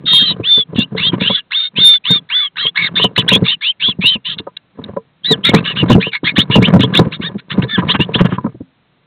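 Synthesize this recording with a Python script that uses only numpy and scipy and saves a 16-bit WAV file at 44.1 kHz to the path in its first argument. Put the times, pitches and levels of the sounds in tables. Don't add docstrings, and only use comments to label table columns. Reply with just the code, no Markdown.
import sys
import numpy as np
from scipy import signal
from scipy.fft import rfft, irfft, next_fast_len
from scipy.io import wavfile
from scipy.ndimage import uniform_filter1d

SR = 44100
rng = np.random.default_rng(int(sys.argv[2]) if len(sys.argv) > 2 else 0)


def inscribe(sig):
    pcm = np.round(np.clip(np.atleast_2d(sig).T, -1, 1) * 32767)
    wavfile.write(sys.argv[1], SR, pcm.astype(np.int16))


N = 399546
TIME = np.arange(N) / SR


def from_db(db):
    return 10 ** (np.asarray(db) / 20)


def rms_one(x):
    return x / np.sqrt(np.mean(x ** 2) + 1e-20)


def in_time(rows):
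    return np.interp(TIME, *np.transpose(rows))


def butter(x, hz, kind, order=2):
    return signal.sosfilt(signal.butter(order, hz, kind, fs=SR, output="sos"), x)


def resonance(x, hz, width_hz):
    r = np.exp(-np.pi * width_hz / SR)
    poles = [1, -2 * r * np.cos(2 * np.pi * hz / SR), r * r]
    return signal.lfilter(np.array([1, 0, -1]) * (1 - r * r) / 2, poles, x)


def noise(spectrum):
    hz, db = np.transpose(spectrum)
    size = next_fast_len(N)
    bins = np.maximum(np.arange(size // 2 + 1) * SR / size, 1)
    gain = from_db(np.interp(np.log(bins), np.log(hz), db)) * (bins < 2 * hz[-1])
    return rms_one(irfft(rfft(rng.standard_normal(size)) * gain, size)[:N])


def phase_of(hz):
    return 2 * np.pi * np.cumsum(hz) / SR


def flutter(hz):
    return rms_one(butter(rng.standard_normal(N), [hz / np.sqrt(2), hz * np.sqrt(2)], "band"))


def pulsing(hz, wander=.2):
    return np.sqrt(2) * np.sin(phase_of(hz * (1 + wander * flutter(44.5))))


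# frequency_hz, density_db
HISS_SPECTRUM = [(15, -42.5), (25, -16.5), (70, -8), (145, 4), (307, -7.5), (597, -10), (3940, -17),
                 (4200, -22.5), (5460, -44), (9240, -120)]

def hiss(level_db=-57.5):
    return from_db(level_db) * noise(HISS_SPECTRUM)


# start_s, peak_s, peak_db
STRUGGLE_BOUTS = [(.0, .4, -29.5), (.7, .8, -28), (.92, 1.22, -24.5), (1.76, 1.8, -26.5),
                  (2.08, 2.15, -33.5), (2.58, 2.63, -38), (2.8, 3.05, -26), (3.2, 3.36, -19),
                  (3.82, 3.88, -34.5), (3.98, 4.1, -42), (4.27, 4.38, -37.5), (4.777, 4.88, -29.5),
                  (5.286, 5.339, -22.5), (5.46, 5.58, -14.5), (5.74, 5.94, -17), (6.25, 6.438, -28),
                  (6.5, 6.74, -15.5), (6.85, 7.02, -15), (7.15, 7.3, -28.5), (7.53, 7.6, -17),
                  (7.78, 7.88, -18), (8.0, 8.26, -21.5), (8.37, 8.45, -33)]

def struggle(t, build_db=8.5, onset_db_per_s=452.5, dying_db_per_s=168):
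    bouts = [db - build_db * np.clip((peak - t) / (peak - start), 0, 1)
             - onset_db_per_s * np.maximum(start - t, 0)
             - dying_db_per_s * np.maximum(t - peak, 0)
             for start, peak, db in STRUGGLE_BOUTS]
    return np.max(bouts, axis=0)


# frequency_hz, density_db
MOSS_SPECTRUM = [(25, -40), (55, -26), (100, -6), (170, 8.5), (300, -17.5), (460, -10.5), (800, -24.5),
                 (1030, -18), (1400, -27.5), (4000, -43)]

def moss_rustle(level_db=2.5):
    strokes = rms_one(from_db(4 * flutter(38) + 2.5 * flutter(130)))
    vigour_db = np.interp(TIME, TIME[::100], struggle(TIME[::100]))
    return butter(from_db(vigour_db + level_db) * strokes * noise(MOSS_SPECTRUM), 95, "high", order=3)


def wing_beats(beats_per_s=16, spread_db=7.5, cutoff_hz=500):
    timing, thud_scatter, knock_scatter = rng.standard_normal((200, 3)).T
    starts = (np.arange(len(timing)) + .25 * timing) / beats_per_s
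    vigour_db = struggle(starts)
    thud_db = vigour_db - 6.5 + spread_db * thud_scatter
    knock_db = vigour_db - 16 + spread_db * knock_scatter
    rows = np.transpose([starts, thud_db, knock_db, np.full(len(starts), cutoff_hz)])
    return rows[(vigour_db > -45) & (starts < N / SR)]


# start_s, thud_db, knock_db, cutoff_hz (higher is harder)
HEAVY_BLOWS = [(.038, -27.5, -63, 560), (.127, -23.5, -27, 1510), (.301, -23.5, -33, 1140),
               (.394, -18.5, -24.5, 380), (.574, -23.5, -25.5, 490), (.727, -26, -30, 380),
               (.78, -7, -29.5, 380), (.919, -20, -38, 380), (.944, -24.5, -21, 380),
               (1.131, -10.5, -23.5, 930), (1.211, -12.5, -25, 520), (1.295, -16, -18.5, 930),
               (2.101, -12, -24, 680), (2.646, -31, -29, 660), (2.992, -30, -20.5, 950),
               (3.039, -13, -13.5, 690), (3.175, -12.5, -19, 640), (3.313, -13.5, -15, 550),
               (3.354, -14.5, -19, 760), (3.418, -7, -22, 380), (3.88, -21, -28.5, 930),
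               (3.986, -14.5, -75, 380), (4.035, -21.5, -30, 790), (4.152, -22.5, -35, 940),
               (4.394, -27.5, -35.5, 610), (4.466, -44, -25, 760), (4.784, -25.5, -33, 480),
               (4.888, -27, -32, 610), (4.963, -25, -17.5, 640), (5.306, -9.5, -9.5, 480),
               (5.486, -12, -22, 580), (5.534, 0, -2, 580), (5.823, -6.5, -28.5, 520), (5.896, -4, -8, 600),
               (5.91, -2.5, -31, 480), (5.948, 0, -46, 410), (5.975, -9, -17, 460),
               (6.062, -24.5, -23.5, 380), (6.23, -16, -34.5, 1160), (6.377, -5, -23.5, 690),
               (6.496, -12, -24, 850), (6.553, -2.5, -8.5, 780), (6.576, 0, -21, 550),
               (6.617, -4, -17.5, 430), (6.677, -12.5, -19.5, 510), (6.731, 5, -13, 510),
               (6.758, -1.5, -15, 600), (6.791, -6, -25.5, 780), (6.832, -9.5, -15.5, 710),
               (6.987, -0.5, -4, 430), (7.011, -11.5, -23, 690), (7.06, -13.5, -30, 790),
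               (7.193, -18, -53, 560), (7.349, -16.5, -42.5, 380), (7.578, -5, -20, 440),
               (7.629, -13.5, -43, 770), (7.777, -8.5, -22, 1170), (7.818, -21, -22.5, 1040),
               (7.892, -38, -21, 1580), (7.944, -14, -20, 1400), (7.992, -8, -22.5, 770),
               (8.085, -42, -23.5, 700), (8.151, -13, -19.5, 750), (8.202, -1.5, -20.5, 530),
               (8.245, -6.5, -20, 500), (8.318, -12, -23.5, 1580), (8.378, -18.5, -19.5, 1400),
               (8.44, -12.5, -28, 1300), (8.459, -16.5, -24.5, 1190), (8.543, -31, -66.5, 720),
               (8.602, -24, -72, 500)]
# frequency_hz, width_hz, gain_db
WOOD_MODES = [(127.8, 23, 2), (178.8, 47.3, 4.5), (264, 8, -11), (449, 22, 3.5), (538, 98, -0.5),
              (719, 78, -7), (997.7, 57, 9), (1230, 40, 0), (1541, 67, -11.5), (2180, 59, -18),
              (2740, 90, -17), (3480, 660, -13.5)]

def blows(thud_trim_db=-1, push_s=.0051, tap_s=.0011, brush_s=.0044, split_hz=360):
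    t = TIME[:SR // 6]
    late = np.maximum(t - .005, 0)
    contact = late / tap_s * np.exp(-late / tap_s) + .53 * t / brush_s * np.exp(-t / brush_s)
    out = np.zeros(N + len(t))
    for start, thud_db, knock_db, cutoff_hz in [*HEAVY_BLOWS, *wing_beats()]:
        grain = rng.standard_normal((2, len(t)))
        push = butter(grain[0] * t / push_s * np.exp(-t / push_s), [80, 420], "band")
        tap = butter(grain[1] * contact, cutoff_hz, "low", order=3)
        tap = butter(tap, 330, "high")
        thud = sum(from_db(db) * resonance(push, hz, bw) for hz, bw, db in WOOD_MODES if hz < split_hz)
        knock = sum(from_db(db) * resonance(tap, hz, bw) for hz, bw, db in WOOD_MODES if hz >= split_hz)
        at = max(round(start * SR), 0)
        for ring, db in ((thud, thud_db + thud_trim_db), (knock, knock_db)):
            out[at:at + len(t)] += from_db(db) * ring / np.std(ring[:SR // 44])
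    return out[:N]


def call_pitch(since, length, opening_hz, top_hz, closing_hz, rise_share):
    progress, rise_share = np.clip(since / length, 0, 1), np.clip(rise_share, .02, .98)
    sweep = np.sin(np.pi / 2 * np.minimum(progress / rise_share, 1))
    bend = (np.maximum(progress - rise_share, 0) / (1 - rise_share)) ** 3.9
    return opening_hz + (top_hz - opening_hz) * sweep + (closing_hz - top_hz) * bend


def call_effort(since, length, loudest_share, edge_s, attack_s=.019, release_s=.027):
    progress = np.clip(since / length, 0, 1)
    pace = min(length / .045, 1)
    opening = np.clip((since / pace + edge_s) / attack_s, 0, 1)
    closing = np.clip(((length - since) / pace + edge_s) / release_s, 0, 1)
    swell_db = np.interp(progress, [0, loudest_share, 1], [-17, 0, -9])
    fade_db = -5 * progress
    return opening * closing, swell_db, fade_db


# time_s, tilt_db
RASP_TILT = [(0.5, -7.5), (1.86, -8.5), (2.4, 8.5), (3.02, -8.5), (3.86, -12), (4.5, -12.5), (5.47, -2),
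             (5.6, 0), (6.55, -5), (6.9, -7), (7.74, 11), (8.1, -4.5)]
# frequency_hz, density_db
LOW_BREATH = [(650, -35.5), (900, -23), (1050, -4.5), (1220, -6.5), (1400, -9), (1680, -1), (1900, 5),
              (2020, -7.5), (2200, 4), (2520, -15.5), (2900, -22)]
HIGH_BREATH = [(2400, -30.5), (2620, -14.5), (2820, -0.5), (3000, -3), (3210, -11.5), (3420, 7.5),
               (3700, 6), (4050, -4), (4400, -15), (5000, -36)]

def rasping_breath(buzz, stutter):
    tilt = from_db(in_time(RASP_TILT))
    balance = 1 / np.sqrt(1 + tilt ** 2)
    breath = (noise(HIGH_BREATH) + tilt * from_db(-10) * noise(LOW_BREATH)) * balance
    chop = rms_one(from_db(4.5 * buzz) * stutter)
    return 2 * np.tanh(breath * chop / 2), tilt * balance


# time_s, swing_hz
VOICE_TREMBLE = [(2.6, 26), (3.0, 71.3), (3.65, 60), (4.2, 46), (5.4, 21.4), (6.0, 93), (7.5, 30)]
# start_s, end_s, half_pitch_db
PERIOD_DOUBLINGS = [(0.205, 0.256, -29), (1.37, 1.397, -15.5), (5.244, 5.35, -18), (7.223, 7.294, -9),
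                    (7.681, 7.77, -6)]
# start_s, length_s, opening_hz, top_hz, closing_hz, rise_share, loudest_share, tone_db, rasp_db
CALLS = [(0.058, 0.22, 3620.0, 3242, 3116, 0.15, 0.47, -7.5, -17.5),
         (0.263, 0.079, 3110, 3077, 3000, 0.1, 0.13, -18, -21.5),
         (0.435, 0.2, 2450.0, 3552, 3320, 0.25, 0.44, -4.5, -24.5),
         (0.75, 0.1, 3070.0, 2763, 3030, 0.45, 0.99, -15, -24.5),
         (0.966, 0.14, 1670, 3260, 3080, 0.89, 0.98, -9, -19),
         (1.198, 0.21, 2079, 3432, 2890, 0.68, 0.37, -12.5, -17.5),
         (1.508, 0.18, 1270.0, 3650, 3690, 0.35, 0.29, -11, -21),
         (1.759, 0.22, 2370.0, 3612, 3460, 0.27, 0.48, -1, -18),
         (2.043, 0.15, 2450.0, 3660.0, 3370, 0.4, 0.51, -6, -20),
         (2.293, 0.19, 1782, 3493, 3070, 0.37, 0.35, -9.5, -23.5),
         (2.561, 0.14, 1403, 3224, 3470, 0.37, 0.92, -10, -22),
         (2.75, 0.14, 1246, 2260, 1354, 0.3, 0.2, -12.0, -22),
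         (2.955, 0.12, 1238, 3040, 2890, 0.52, 0.84, -8, -16.5),
         (3.157, 0.07, 1262, 3100.0, 1200, 0.54, 0.38, -8, -13),
         (3.279, 0.1, 1263, 3348, 3740, 0.7, 0.75, -4, -14),
         (3.443, 0.11, 2050.0, 3060, 2650, 0.85, 0.95, -9, -14.5),
         (3.612, 0.11, 1847, 3140, 2590, 0.93, 0.86, -9, -24),
         (3.799, 0.13, 2180, 3437, 2560, 0.63, 0.45, -9, -19.5),
         (4.008, 0.16, 2157, 3100, 2520, 0.64, 0.32, -8, -19.5),
         (4.246, 0.11, 2710.0, 3175, 3300, 0.5, 0.1, -19.5, -19),
         (4.38, 0.028, 3700, 3610.0, 2380, 0.4, 0.13, -40, -15.5),
         (4.567, 0.0077, 4380, 3940, 2900, 0.43, 0.43, -12.5, -14.5),
         (4.838, 0.011, 3823, 3810, 2720.0, 0.15, 0.29, -24, -24),
         (5.239, 0.11, 3195, 3930, 2890, 0.38, 0.89, -6, -28),
         (5.437, 0.079, 2960.0, 3760.0, 2720, 0.37, 0.05, -7, -11),
         (5.529, 0.079, 1392, 2634, 2010.0, 0.87, 0.28, -14, -18),
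         (5.641, 0.1, 2063, 2930, 2360, 0.4, 0.45, -17, -19),
         (5.753, 0.082, 2055, 2950, 2200.0, 0.43, 0.58, -13.5, -20),
         (5.883, 0.071, 1340, 2984, 2520, 0.59, 0.69, -13, -16.5),
         (5.995, 0.11, 1236, 3000, 2640, 0.79, 0.34, -16.5, -27.5),
         (6.117, 0.064, 2360, 2204, 2100, 0.38, 0.56, -14.5, -21),
         (6.237, 0.081, 1213, 2343, 1980.0, 0.67, 0.55, -11, -20.5),
         (6.357, 0.08, 1260, 3697, 3720.0, 1, 0.54, -7, -12.5),
         (6.503, 0.081, 2042, 2924, 2450, 0.48, 0.53, -8.5, -16),
         (6.611, 0.074, 1250.0, 3166, 2970, 1, 0.57, -10, -23),
         (6.795, 0.067, 1897, 3380.0, 2900, 0.92, 0.79, -10, -14.5),
         (6.934, 0.067, 1267, 3862, 3660, 0.93, 0.73, -5.5, -9),
         (7.113, 0.061, 1373, 3700, 3180, 0.73, 0.17, -23.5, -23),
         (7.21, 0.08, 2013, 3700, 3300.0, 0.77, 0.98, -15.5, -24.5),
         (7.378, 0.037, 2910, 3890, 3720.0, 0.27, 0.32, -39.5, -29.5),
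         (7.495, 0.055, 2158, 3600, 3800.0, 0.83, 0.25, -22.5, -18.5),
         (7.613, 0.045, 1485, 3880, 4140, 0.68, 0.21, -26, -20.5),
         (7.683, 0.091, 3560, 3547, 2550, 0.49, 0.86, -13, -28),
         (7.878, 0.063, 1924, 3425, 3100.0, 0.97, 0.45, -11, -15.5),
         (7.991, 0.058, 2474, 2985, 3450, 0.96, 0.35, -11.5, -17),
         (8.135, 0.042, 2246, 3570, 3170.0, 0.89, 0.32, -9.5, -13.5)]

def screams(edge_s=.005, jitter_hz=105, sideband_hz=230, taut_hz=3000, throat_hz=3590):
    warble, jitter, buzz, fast_buzz = pulsing(110), flutter(330), pulsing(270), pulsing(540, .1)
    wander, stutter, lurch = flutter(9), from_db(2.4 * flutter(60)), flutter(70)
    waver, kinks = from_db(2 * flutter(34)), 80 * flutter(32)
    shimmer = waver * from_db(3 * buzz) * stutter ** 2
    rasp, hoarseness = rasping_breath(buzz, stutter)
    doubling = sum(from_db(db) * ((TIME > start) & (TIME < end)) for start, end, db in PERIOD_DOUBLINGS)
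    doubling = uniform_filter1d(doubling, size=300)
    tremble = in_time(VOICE_TREMBLE) * warble
    voice, growl = np.zeros(N), np.zeros(N)
    for start, length, *arch, loudest_share, tone_db, rasp_db in CALLS:
        at = np.flatnonzero((TIME > start - edge_s) & (TIME < start + length + edge_s))
        since = TIME[at] - start
        pitch = call_pitch(since, length, *arch)
        gate, swell_db, fade_db = call_effort(since, length, loudest_share, edge_s)
        tone_db, rasp_db = tone_db + swell_db, rasp_db + fade_db
        slack = np.clip((taut_hz - pitch) / 980, 0, 1)
        rough = np.maximum(1 / np.sqrt(1 + from_db(tone_db - rasp_db + 4.5) ** 2), .7 * slack)
        smooth_phase = phase_of(pitch + tremble[at] + rough * kinks[at])
        shake = jitter_hz * (jitter[at] + lurch[at]) / np.sqrt(2) + sideband_hz * fast_buzz[at]
        phase = smooth_phase + phase_of(rough * shake)
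        octave = np.exp(-((2 * pitch - throat_hz) / 800) ** 2) * np.sin(phase + smooth_phase)
        whistle = from_db(-2 * slack) * np.sin(phase) + doubling[at] * np.sin(phase / 2) + octave
        whistle *= rms_one(shimmer[at] ** rough)
        voice[at] += gate * (from_db(tone_db) * np.sqrt(2) * whistle + from_db(rasp_db) * gate * rasp[at])
        growl_hz = np.maximum(pitch, 2800) * (.39 + .04 * wander[at]) + rough * jitter_hz * buzz[at]
        growl_phase = phase_of(growl_hz)
        growl_lines = .63 * np.sin(growl_phase) + .79 * np.sin(phase - growl_phase)
        growl[at] += gate ** 3 * from_db(rasp_db - 3) * growl_lines
    growl = butter(growl * hoarseness * stutter, 1000, "high", order=4)
    return voice + growl + second_voice(tremble + kinks / 2)


# start_s, length_s, opening_hz, closing_hz, level_db
GLIDES = [(0.057, .19, 3700, 3680, -9), (0.253, 0.075, 4040, 3820, -12.5),
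          (0.779, 0.056, 3290, 3830, -15.5), (1.027, 0.065, 3387, 3800, -13.5),
          (1.262, .042, 2900, 3350, -13), (1.346, 0.022, 3442, 3454, -8.5), (2.578, 0.071, 3770, 4020, -20),
          (2.66, 0.015, 3110, 3110, -10.5), (2.815, 0.069, 3720, 3650, -17.5),
          (2.955, 0.039, 3520, 3660, -10.5), (3.018, 0.027, 2830, 4000, -12),
          (3.178, 0.036, 3720, 3373, -14), (3.279, 0.021, 3030, 4016, -8), (3.318, 0.05, 2680, 2465, -16.5),
          (3.477, 0.033, 3371, 3880, -11), (3.631, 0.056, 3250, 3760, -17), (3.82, 0.042, 2800, 3700, -15),
          (4.055, 0.051, 3715, 3870, -10), (5.245, 0.024, 3557, 3720, -13.5),
          (5.453, 0.062, 1950, 2270, -19.5), (5.639, 0.045, 2700, 3830, -25.5),
          (5.763, 0.029, 2640, 3710, -22), (6.002, 0.038, 2800, 4050, -24.5),
          (6.242, 0.063, 3178, 3678, -18), (6.356, 0.036, 2900, 3900, -21.5),
          (6.508, 0.021, 2590, 3750, -24), (6.647, 0.016, 2690, 3730, -12), (6.795, 0.029, 2740, 3910, -30),
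          (7.887, 0.04, 2870, 4170, -12.5)]

def second_voice(tremble):
    shake, shimmer = tremble + 70 * flutter(250), from_db(1.5 * flutter(340))
    out = np.zeros(N)
    for start, length, opening_hz, closing_hz, db in GLIDES:
        at = np.flatnonzero((TIME > start) & (TIME < start + length))
        progress = (TIME[at] - start) / length
        pitch = opening_hz + (closing_hz - opening_hz) * progress
        swell = np.sqrt(2 * np.abs(np.sin(np.pi * progress)))
        out[at] += from_db(db) * swell * shimmer[at] * np.sin(phase_of(pitch + shake[at]))
    return out


# start_s, length_s, level_db
SWEEPS = [(1.118, 0.042, -24.5), (6.665, 0.035, -17), (7.767, 0.047, -17.5), (7.938, 0.031, -10),
          (8.179, 0.048, -14), (8.241, 0.036, -18), (8.289, 0.086, -27)]
# frequency_hz, density_db
SWEEP_SPECTRUM = [(400, -22.5), (1000, -2.5), (1400, -2.5), (1800, -6), (2700, -9.5), (3100, -2.5),
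                  (4200, -24.5)]

def scrapes(trim_db=-4.5, flick_hz=170):
    swell = sum(from_db(db) * np.sin(np.pi * np.clip((TIME - start) / length, 0, 1))
                for start, length, db in SWEEPS)
    return from_db(trim_db) * swell * noise(SWEEP_SPECTRUM) * rms_one(from_db(.65 * pulsing(flick_hz)))


# frequency_hz, gain_db
STANDING_WAVES = [(1000, 2), (1190, 1.5), (1560, 5.5), (1700, 8), (1890, 0), (2180, 4.5), (2350, -12.5),
                  (2780, 2.5), (3210, -12.5)]

def box_air(x, ring_db=-3, width_hz=42):
    return x + sum(from_db(ring_db + db) * resonance(x, hz, width_hz) for hz, db in STANDING_WAVES)


def scene():
    birds = box_air(screams() + scrapes() + moss_rustle())
    return (birds + hiss() + blows())[None]


def record(dry, camera_rate_hz=8000, band_hz=4230, mirror_db=-13, ceiling=.93):
    mirror = 2 * np.cos(2 * np.pi * camera_rate_hz * TIME) * butter(dry, 6200, "low", order=8)
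    band = signal.firwin(201, band_hz, fs=SR, window=("kaiser", 8))
    narrow = signal.fftconvolve(dry + from_db(mirror_db) * mirror, band[None], mode="same")
    treble_cut = signal.ellip(10, .1, 80, 16000, fs=SR, output="sos")
    return signal.sosfilt(treble_cut, np.clip(narrow, -ceiling, ceiling))


dry = scene()
out = record(dry)
inscribe(out)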